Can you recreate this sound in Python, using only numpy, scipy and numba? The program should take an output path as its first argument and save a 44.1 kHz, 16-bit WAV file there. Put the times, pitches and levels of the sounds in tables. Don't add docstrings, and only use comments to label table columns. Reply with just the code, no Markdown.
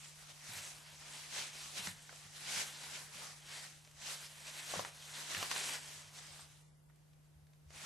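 import sys
import numpy as np
from scipy import signal
from scipy.fft import rfft, irfft, next_fast_len
from scipy.io import wavfile
from scipy.ndimage import uniform_filter1d
from numba import njit

SR = 44100
rng = np.random.default_rng(int(sys.argv[2]) if len(sys.argv) > 2 else 0)


def transcribe(u):
    v = np.clip(np.atleast_2d(u).T, -1, 1)
    q = np.round(v * 32767).astype(np.int16)
    wavfile.write(sys.argv[1], SR, q)


def decibels_to_gain(level_db):
    exponent = np.asarray(level_db, float) / 20
    return 10 ** exponent


N = 346185


def on_log(table, hz):
    f, v = np.transpose(table)
    return np.interp(np.log(hz), np.log(f), v)


def band(x, lo_hz, hi_hz):
    y = signal.sosfilt(signal.butter(2, [lo_hz, hi_hz], "band", fs=SR, output="sos"), x)
    return y / np.sqrt(np.mean(y ** 2))


def walk(rate_hz):
    k = int(SR / rate_hz)
    held = np.repeat(rng.standard_normal(N // k + 1), k)
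    return 1.4 * uniform_filter1d(held, k)[:N]


def stereo(mid, side):
    return np.array([mid + side, mid - side])


def add(out, s, sound):
    i = int(s * SR)
    out[i:i + len(sound)] += sound[:N - i]


def ring(hz, t60_s, rise_s):
    t = np.arange(int(.25 * SR)) / SR
    push = 1 - np.exp(-t / rise_s)
    return np.sin(2 * np.pi * hz * t) * push * np.exp(-np.log(1000) * t / max(t60_s, .003))


def snaps(rate_hz, spread_db):
    when, large, sign, kept = rng.random((int(N / SR * 6000), 4)).T
    size = decibels_to_gain(-spread_db * np.log(1 - large)) * (2 * sign - 1) * (kept < rate_hz / 6000)
    x = np.bincount((when * N).astype(int), size, N)
    return x / np.sqrt(np.mean(x ** 2))


LAYER_HZ = [300, 1200, 1900, 5500, 10000]
# (frequency [Hz], density [dB per Hz])
PAPER = [(170, -7), (290, -9.5), (480, -8), (620, -3.5), (950, -3), (1200, -4), (1500, -2.5), (1900, -1),
         (2400, -1.5), (3000, -1.5), (5000, -2), (7000, -1), (9600, -5.5), (12300, -12)]
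# (frequency [Hz], side minus mid [dB])
WIDTH = [(200, 0), (550, -9.5), (850, -6.5), (1400, -5), (3000, -5), (6500, -5), (8200, -3.5),
         (10000, -0.5), (12500, -3.5)]


def paper():
    crackle, heap, sheets, strips = stirring()
    layers = [heap, sheets, np.zeros(N), strips]
    shared = [snaps(900, 2.3), snaps(900, 1.9)]
    surge = 1.02 * walk(30)
    out = 0
    for hz in 190 * 2 ** np.arange(0, 6.2, 1 / 3):
        rate_hz = 4500 * np.clip(hz / 3000, .3, 1.3)
        lo_hz, hi_hz = hz * 2 ** (-1 / 6), hz * 2 ** (1 / 6)
        mid, side = (band(snaps(rate_hz, 1.3) + 0.56 * big, lo_hz, hi_hz) for big in shared)
        place = np.interp(np.log(hz), np.log(LAYER_HZ), [0, 1, 2, 2, 3])
        low = min(int(place), 2)
        colour = layers[low] + (place - low) * (layers[low + 1] - layers[low])
        density_db = on_log(PAPER, hz) + 10 * np.log10(hz / 4000)
        db = crackle + colour + density_db + surge + 1.1 * walk(18) - 5
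        out = out + decibels_to_gain(db) * stereo(mid, decibels_to_gain(on_log(WIDTH, hz)) * side)
    return out


SHOVE_RISE_S, EDGE_DB = .06, 2.5


def swell(t, s, held_s, db, rise_s, fall_s):
    early = np.maximum(s - t, 0) / max(rise_s, .005)
    late = np.maximum(t - s - held_s, 0) / max(fall_s, .005)
    away = early + late
    return decibels_to_gain(2 * np.maximum(db - (10 - EDGE_DB) * away - EDGE_DB * away ** 2, -200))


# (time [s], crackle [dB])
CREEP = [(0.0, -59.6), (0.35, -64.9), (0.8, -61.7), (0.97, -58.8), (1.3, -67.2), (1.72, -55.5),
         (1.97, -66.5), (2.32, -66.7), (2.73, -55.0), (3.12, -57.8), (3.44, -70.7), (3.86, -67.4),
         (3.98, -74.6), (4.37, -57.0), (4.92, -64.9), (6.1, -67.6), (6.55, -69.8), (6.78, -84.8)]
# (peak time [s], crackle [dB], rise [s per 10 dB], fall [s per 10 dB], thin strips [dB re usual])
FLICKS = [(0.048, -55.6, 0.018, 0.024, -4.8), (0.308, -55.6, 0.031, 0.018, -0.5),
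          (0.705, -53.0, 0.014, 0.057, -0.9), (1.384, -41.8, 0.067, 0.095, -3.3),
          (1.783, -43.2, 0.034, 0.072, -0.9), (1.879, -46.1, 0.06, 0.035, 1.6),
          (2.255, -59.0, 0.455, 0.104, -1.1), (2.37, -53.9, 0.048, 0.012, 0.8),
          (2.492, -47.0, 0.082, 0.012, -2.2), (2.612, -41.1, 0.115, 0.044, -0.4),
          (2.845, -49.7, 0.064, 0.074, -2.7), (2.956, -43.7, 0.033, 0.051, -1.9),
          (4.251, -51.7, 0.027, 0.04, -0.9), (4.466, -50.6, 0.035, 0.231, -0.2),
          (4.593, -49.9, 0.019, 0.023, -0.0), (4.73, -47.5, 0.108, 0.091, 1.4),
          (4.756, -46.1, 0.016, 0.086, -3.9), (5.102, -55.0, 0.248, 0.077, 0.8),
          (5.156, -49.3, 0.031, 0.282, -0.9), (5.513, -39.8, 0.012, 0.026, -2.6),
          (6.19, -54.8, 0.069, 0.012, 2.3), (6.39, -59.5, 0.141, 0.08, 0.6),
          (7.771, -55.2, 0.046, 0.242, 4.4), (7.825, -53.5, 0.062, 0.125, -3.4)]
# (full from [s], held [s], crackle [dB], fall [s per 10 dB], thin strips [dB re usual])
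SHOVES = [
    (0.491, 0.179, -51.7, 0.052, 3.2),
    (1.064, 0.12, -54.7, 0.225, -1.5),
    (1.562, 0.107, -55.2, 0.013, 0.6),
    (3.193, 0.015, -53.2, 0.182, -0.6),
    (3.515, 0.062, -49.7, 0.116, -1.6),
    (4.07, 0.012, -46.6, 0.103, 0.5),
    (5.342, 0.066, -45.1, 0.15, 0.1),
    (5.572, 0.173, -43.3, 0.044, -0.8),
    (5.831, 0.13, -53.8, 0.114, -1.0),
    (6.203, 0.129, -58.6, 0.016, -3.3),
]
# (time [s], heap and sheets [dB])
DEPTH = [(0, -1), (.9, .6), (1.5, -1), (2.9, -.6), (3.25, 2.6), (3.55, -1), (5.0, -.5), (5.3, 1),
         (5.6, -.3), (6.4, .8), (7.6, 2), (7.85, 3)]
CREEP_STRIPS_DB = 1.2
STRIPS_LAG_S, STRIPS_LINGER = 0.045, 0.32
SHEETS_LAG_S, SHEETS_LINGER = 0.032, 0.26
SHEETS_FOLLOW = .3
KNOCK_SHAKES_S, KNOCK_SHEETS_DB, KNOCK_HEAP_DB = 0.028, -24, -10.5
SHEETS_MAX_DB, HEAP_MAX_DB = 1, 3


def stirring():
    t = np.arange(0, N, 64) / SR
    moves = [(swell(t, s, 0, db, rise, fall), thin) for s, db, rise, fall, thin in FLICKS]
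    moves += [(swell(t, s, held, db, SHOVE_RISE_S, fall), thin) for s, held, db, fall, thin in SHOVES]
    moves += [(decibels_to_gain(2 * np.interp(t, *np.transpose(CREEP))), CREEP_STRIPS_DB)]
    power = sum(p for p, _ in moves)
    thin_db = sum(p * thin for p, thin in moves) / power
    deep_db = np.interp(t, *np.transpose(DEPTH))
    crackle = 10 * np.log10(power)

    def behind(lag_s):
        return np.interp(t - lag_s, t, crackle) - crackle

    shaken = sum(swell(t, s, 0, db, .005, KNOCK_SHAKES_S) for s, db, *_ in KNOCKS) / power
    heap = 10 * np.log10(decibels_to_gain(-3.5) + decibels_to_gain(2 * KNOCK_HEAP_DB) * shaken) - 0.15 * (crackle + 52)
    heap = np.minimum(heap, HEAP_MAX_DB) + deep_db
    sheets = 10 * np.log10(decibels_to_gain(-1.0) + decibels_to_gain(2 * KNOCK_SHEETS_DB) * shaken) - 0.076 * (crackle + 52)
    sheets = sheets + SHEETS_FOLLOW * thin_db + SHEETS_LINGER * behind(SHEETS_LAG_S)
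    sheets = np.clip(sheets, -6, SHEETS_MAX_DB) + deep_db
    strips = -1.5 + thin_db + np.clip(STRIPS_LINGER * behind(STRIPS_LAG_S), -7, 4)
    return [np.interp(np.arange(N) / SR, t, c) for c in (crackle, heap, sheets, strips)]


# (time [s], ring [dB], ring [Hz], second ring [Hz], snap [dB re ring])
KNOCKS = [(.442, -57, 830, 2500, 5), (1.657, -53, 980, 1820, 5), (1.871, -35, 1850, 1950, 5),
          (2.093, -46, 1550, 2040, -3.5), (2.110, -54, 650, 1300, -8), (2.126, -49, 690, 1300, -1),
          (2.837, -50, 806, 2030, 5), (3.017, -54, 614, 1730, 2), (3.874, -58, 620, 2280, 4),
          (4.714, -42, 700, 1890, -1), (4.737, -31, 696, 1110, -8), (4.757, -37, 514, 900, -8),
          (4.793, -29.5, 725, 1010, -6), (4.848, -36, 960, 1930, 0), (5.347, -35.5, 1850, 2700, 6),
          (5.367, -43, 1770, 2730, 6.5), (5.427, -31, 1100, 750, 4), (5.513, -33, 1900, 1100, 7),
          (5.561, -37, 1030, 2500, 5), (5.611, -44, 654, 2000, 5), (5.689, -39, 960, 3020, 2),
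          (6.392, -53.5, 870, 1650, 2), (6.897, -60.5, 1360, 1990, -8), (7.704, -54, 620, 2100, 4.5)]
KNOCK_T60_S, KNOCK_T60_S_PER_DB = 0.017, .0003
FLOOR_ECHO_S = 0.00157


def knocks():
    mid, side = np.zeros(N), np.zeros(N)
    t = np.arange(int(.25 * SR)) / SR
    noise = rng.standard_normal((len(KNOCKS), 2, len(t)))
    snap = ring(2880, 0.0035, .00005) + .5 * ring(5700, 0.0028, .00005) + 0.42 * ring(1600, 0.0041, .00005)
    snap = snap - 0.6 * np.roll(snap, int(FLOOR_ECHO_S * SR))
    for (s, db, hz, upper_hz, snap_db), n in zip(KNOCKS, noise):
        t60_s = KNOCK_T60_S + KNOCK_T60_S_PER_DB * (db + 44)
        body = ring(hz, t60_s, 0.0004) + 0.86 * ring(upper_hz, 0.92 * t60_s, 0.00028)
        crack = decibels_to_gain(snap_db) * (snap + 0.38 * band(n, 970, 6200) * np.exp(-t / 0.0027))
        rattle = band(n, 0.69 * min(hz, upper_hz), 1.16 * max(hz, upper_hz))
        rattle = decibels_to_gain(-11.0) * rattle * np.exp(-t / 0.012)
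        add(mid, s + 0.000809, decibels_to_gain(db) * (body + crack[0] + rattle[0]))
        add(side, s + 0.00106, decibels_to_gain(db - 10.0) * (.5 * body + crack[1] + 2 * rattle[1]))
    return stereo(mid, side)


# (time [s], peak [dB], frequency [Hz])
TICKS = [
    (2.0223, -51, 5560),
    (3.8485, -50, 3500),
    (3.912, -52, 4620),
    (5.024, -47, 3600),
    (6.6114, -59, 5160),
    (6.9584, -63, 6040),
    (7.1332, -63, 2930),
    (7.4684, -63, 3630),
    (7.5338, -63, 2950),
]


def ticks():
    out = np.zeros(N)
    t = np.arange(int(.25 * SR)) / SR
    noise = rng.standard_normal((len(TICKS), len(t)))
    for (s, db, hz), n in zip(TICKS, noise):
        add(out, s, .5 * decibels_to_gain(db) * band(n, 0.28 * hz, min(2.0 * hz, 14000)) * np.exp(-t / 0.0054))
    return out


# (time [s], peak [dB], frequency [Hz], board [dB re peak])
THUMPS = [(0.491, -52.5, 120, -4), (0.559, -55, 94.2, -16), (0.919, -64, 80, -10), (1.381, -61, 119, -3),
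          (1.612, -64, 67.3, -15), (1.793, -59, 119, 8.5), (1.873, -53.5, 99, 9), (2.249, -60, 100, -3),
          (2.566, -59, 86.1, 3), (2.93, -72, 118, 11), (3.148, -70, 118, 11), (3.937, -62, 75.4, -15),
          (4.77, -50, 109, 5), (5.368, -49.5, 98, -3), (5.955, -63, 91.5, -9), (6.045, -63, 101, -12),
          (6.299, -63, 76, -14), (6.411, -64, 83.4, -16), (6.869, -65, 61.9, -17),
          (7.355, -56.5, 73.6, -18), (7.419, -58, 78.1, -31), (7.66, -52.5, 75.7, -28),
          (7.748, -60, 83.4, -16)]
BOARD_HZ, THUMP_T60_S = 172, .21


def thumps():
    out = np.zeros(N)
    for s, db, hz, board_db in THUMPS:
        floor = 1.4 * ring(hz, THUMP_T60_S, 0.0073)
        board = 1.94 * decibels_to_gain(board_db) * ring(BOARD_HZ, 0.45 * THUMP_T60_S, 0.0032)
        add(out, s, decibels_to_gain(db) * (floor + board))
    return out


# (time [s], frequency [Hz], level [dB])
WHISTLE = [
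    (6.3, 8119, -75),
    (6.324, 8199, -63),
    (6.336, 8500, -71),
    (6.404, 8370, -77),
    (6.408, 8330, -63),
    (6.45, 8240, -78),
]


def whistle():
    s, hz, db = np.transpose(WHISTLE)
    t = np.arange(N) / SR
    pitch_hz = np.interp(t, s, hz) * (1 + 0.00394 * walk(200))
    gain = decibels_to_gain(np.interp(t, s, db, left=-140, right=-140) + 3 * walk(130))
    return np.sqrt(2) * gain * np.sin(2 * np.pi * np.cumsum(pitch_hz) / SR)


@njit
def walls(x, lags, gain, damp):
    line, soft, out = np.zeros((8, 4096)), np.zeros(8), np.zeros((2, len(x)))
    for i in range(len(x)):
        total = 0.
        for k in range(8):
            soft[k] += (1 - damp) * (gain[k] * line[k, (i - lags[k]) & 4095] - soft[k])
            total += soft[k]
            out[k % 2, i] += soft[k]
        for k in range(8):
            line[k, i & 4095] = x[i] + soft[k] - total / 4
    return out


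ROOM_T60_S, ROOM_DAMP, ROOM_DB = 0.36, 0.29, -16


def room(near):
    lags = rng.integers(250, 2200, 8)
    gain = decibels_to_gain(-60 * lags / SR / ROOM_T60_S)
    return decibels_to_gain(ROOM_DB) * walls(near.mean(axis=0) + 1e-18, lags, gain, ROOM_DAMP)


# (frequency [Hz], density [dB per Hz])
ROOM_TONE = [(15, -8), (25, 15), (40, 23), (65, 24), (100, 24.5), (200, 14.5), (310, 11.5), (630, 9.5),
             (1000, 5), (2000, 1.5), (4000, -3), (8000, -4), (11000, -1.5), (14500, -6)]
ROOM_TONE_DB = -75.5
HUM_HZ, HUM_DB, HUM_SIDE_DB = 150.4, -66, -11.5


def background():
    size = next_fast_len(N)
    hz = np.maximum(np.arange(size // 2 + 1) * SR / size, 1)
    colour = decibels_to_gain(on_log(ROOM_TONE, hz) + ROOM_TONE_DB)
    mid, side = irfft(rfft(rng.standard_normal((2, size))) * colour, size)[:, :N]
    side = signal.sosfilt(signal.butter(1, 60, "high", fs=SR, output="sos"), side)
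    phase = 2 * np.pi * np.cumsum(HUM_HZ + 0.16 * walk(0.78)) / SR
    hum = np.sqrt(2) * decibels_to_gain(HUM_DB + .5 * walk(6.7))
    return stereo(mid, 0.95 * side) + hum * stereo(np.sin(phase), decibels_to_gain(HUM_SIDE_DB) * np.cos(phase))


def scene():
    near = paper() + knocks() + ticks() + thumps() + whistle()
    return near + room(near) + background()


def patches(shape, bins, frames):
    grid = rng.random((shape[0] // bins + 1, shape[1] // frames + 1))
    return np.repeat(np.repeat(grid, bins, axis=0), frames, axis=1)[:shape[0], :shape[1]]


def low_pass(x):
    return signal.sosfilt(signal.butter(12, 14020, fs=SR, output="sos"), x)


# (from [s], to [s])
MONO = [(0.52, 0.67), (0.735, 0.96), (1.117, 1.18), (1.509, 1.63), (1.793, 1.854), (1.873, 2.07),
        (2.659, 2.85), (3.388, 3.611), (3.791, 3.892), (4.156, 4.77), (4.831, 5.201), (5.375, 5.45),
        (5.549, 5.874), (6.018, 6.177)]
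MONO_ABOVE_HZ, MONO_SPARES = 4130, .08
# (from [s], frequency [Hz])
TOP = [
    (0, 13020),
    (6.625, 12050),
    (6.765, 12900),
    (6.9, 13180),
    (7.23, 13700),
    (7.405, 12600),
    (7.435, 14100),
    (7.7, 13020),
]
# (from [s], to [s], low [Hz], high [Hz], share of patches)
STARVED = (6.6, 6.89, 1300, 6600, .25)


def record(dry):
    hz, s, (mid, side) = signal.stft(stereo(*dry) / 2, SR, nperseg=1024, noverlap=768)
    hz = hz[:, None]
    wide, narrow = patches(mid.shape, 12, 7), patches(mid.shape, 2, 12)
    from_s, top_hz = np.transpose(TOP)
    top_hz = top_hz[np.searchsorted(from_s, s, "right") - 1]
    keep = hz < top_hz - 450 * (wide[-1] < .2)
    t0, t1, lo_hz, hi_hz, share = STARVED
    keep &= ~((s > t0) & (s < t1) & (hz > lo_hz) & (hz < hi_hz) & (narrow < share))
    keep_side = keep.copy()
    for t0, t1 in MONO:
        keep_side &= ~((s > t0) & (s < t1) & (hz > MONO_ABOVE_HZ) & (wide > MONO_SPARES))
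    kept = signal.istft(np.array([mid * keep, side * keep_side]), SR, nperseg=1024, noverlap=768)[1]
    return low_pass(stereo(*kept[:, :N]))


dry = scene()
out = record(dry)
transcribe(out)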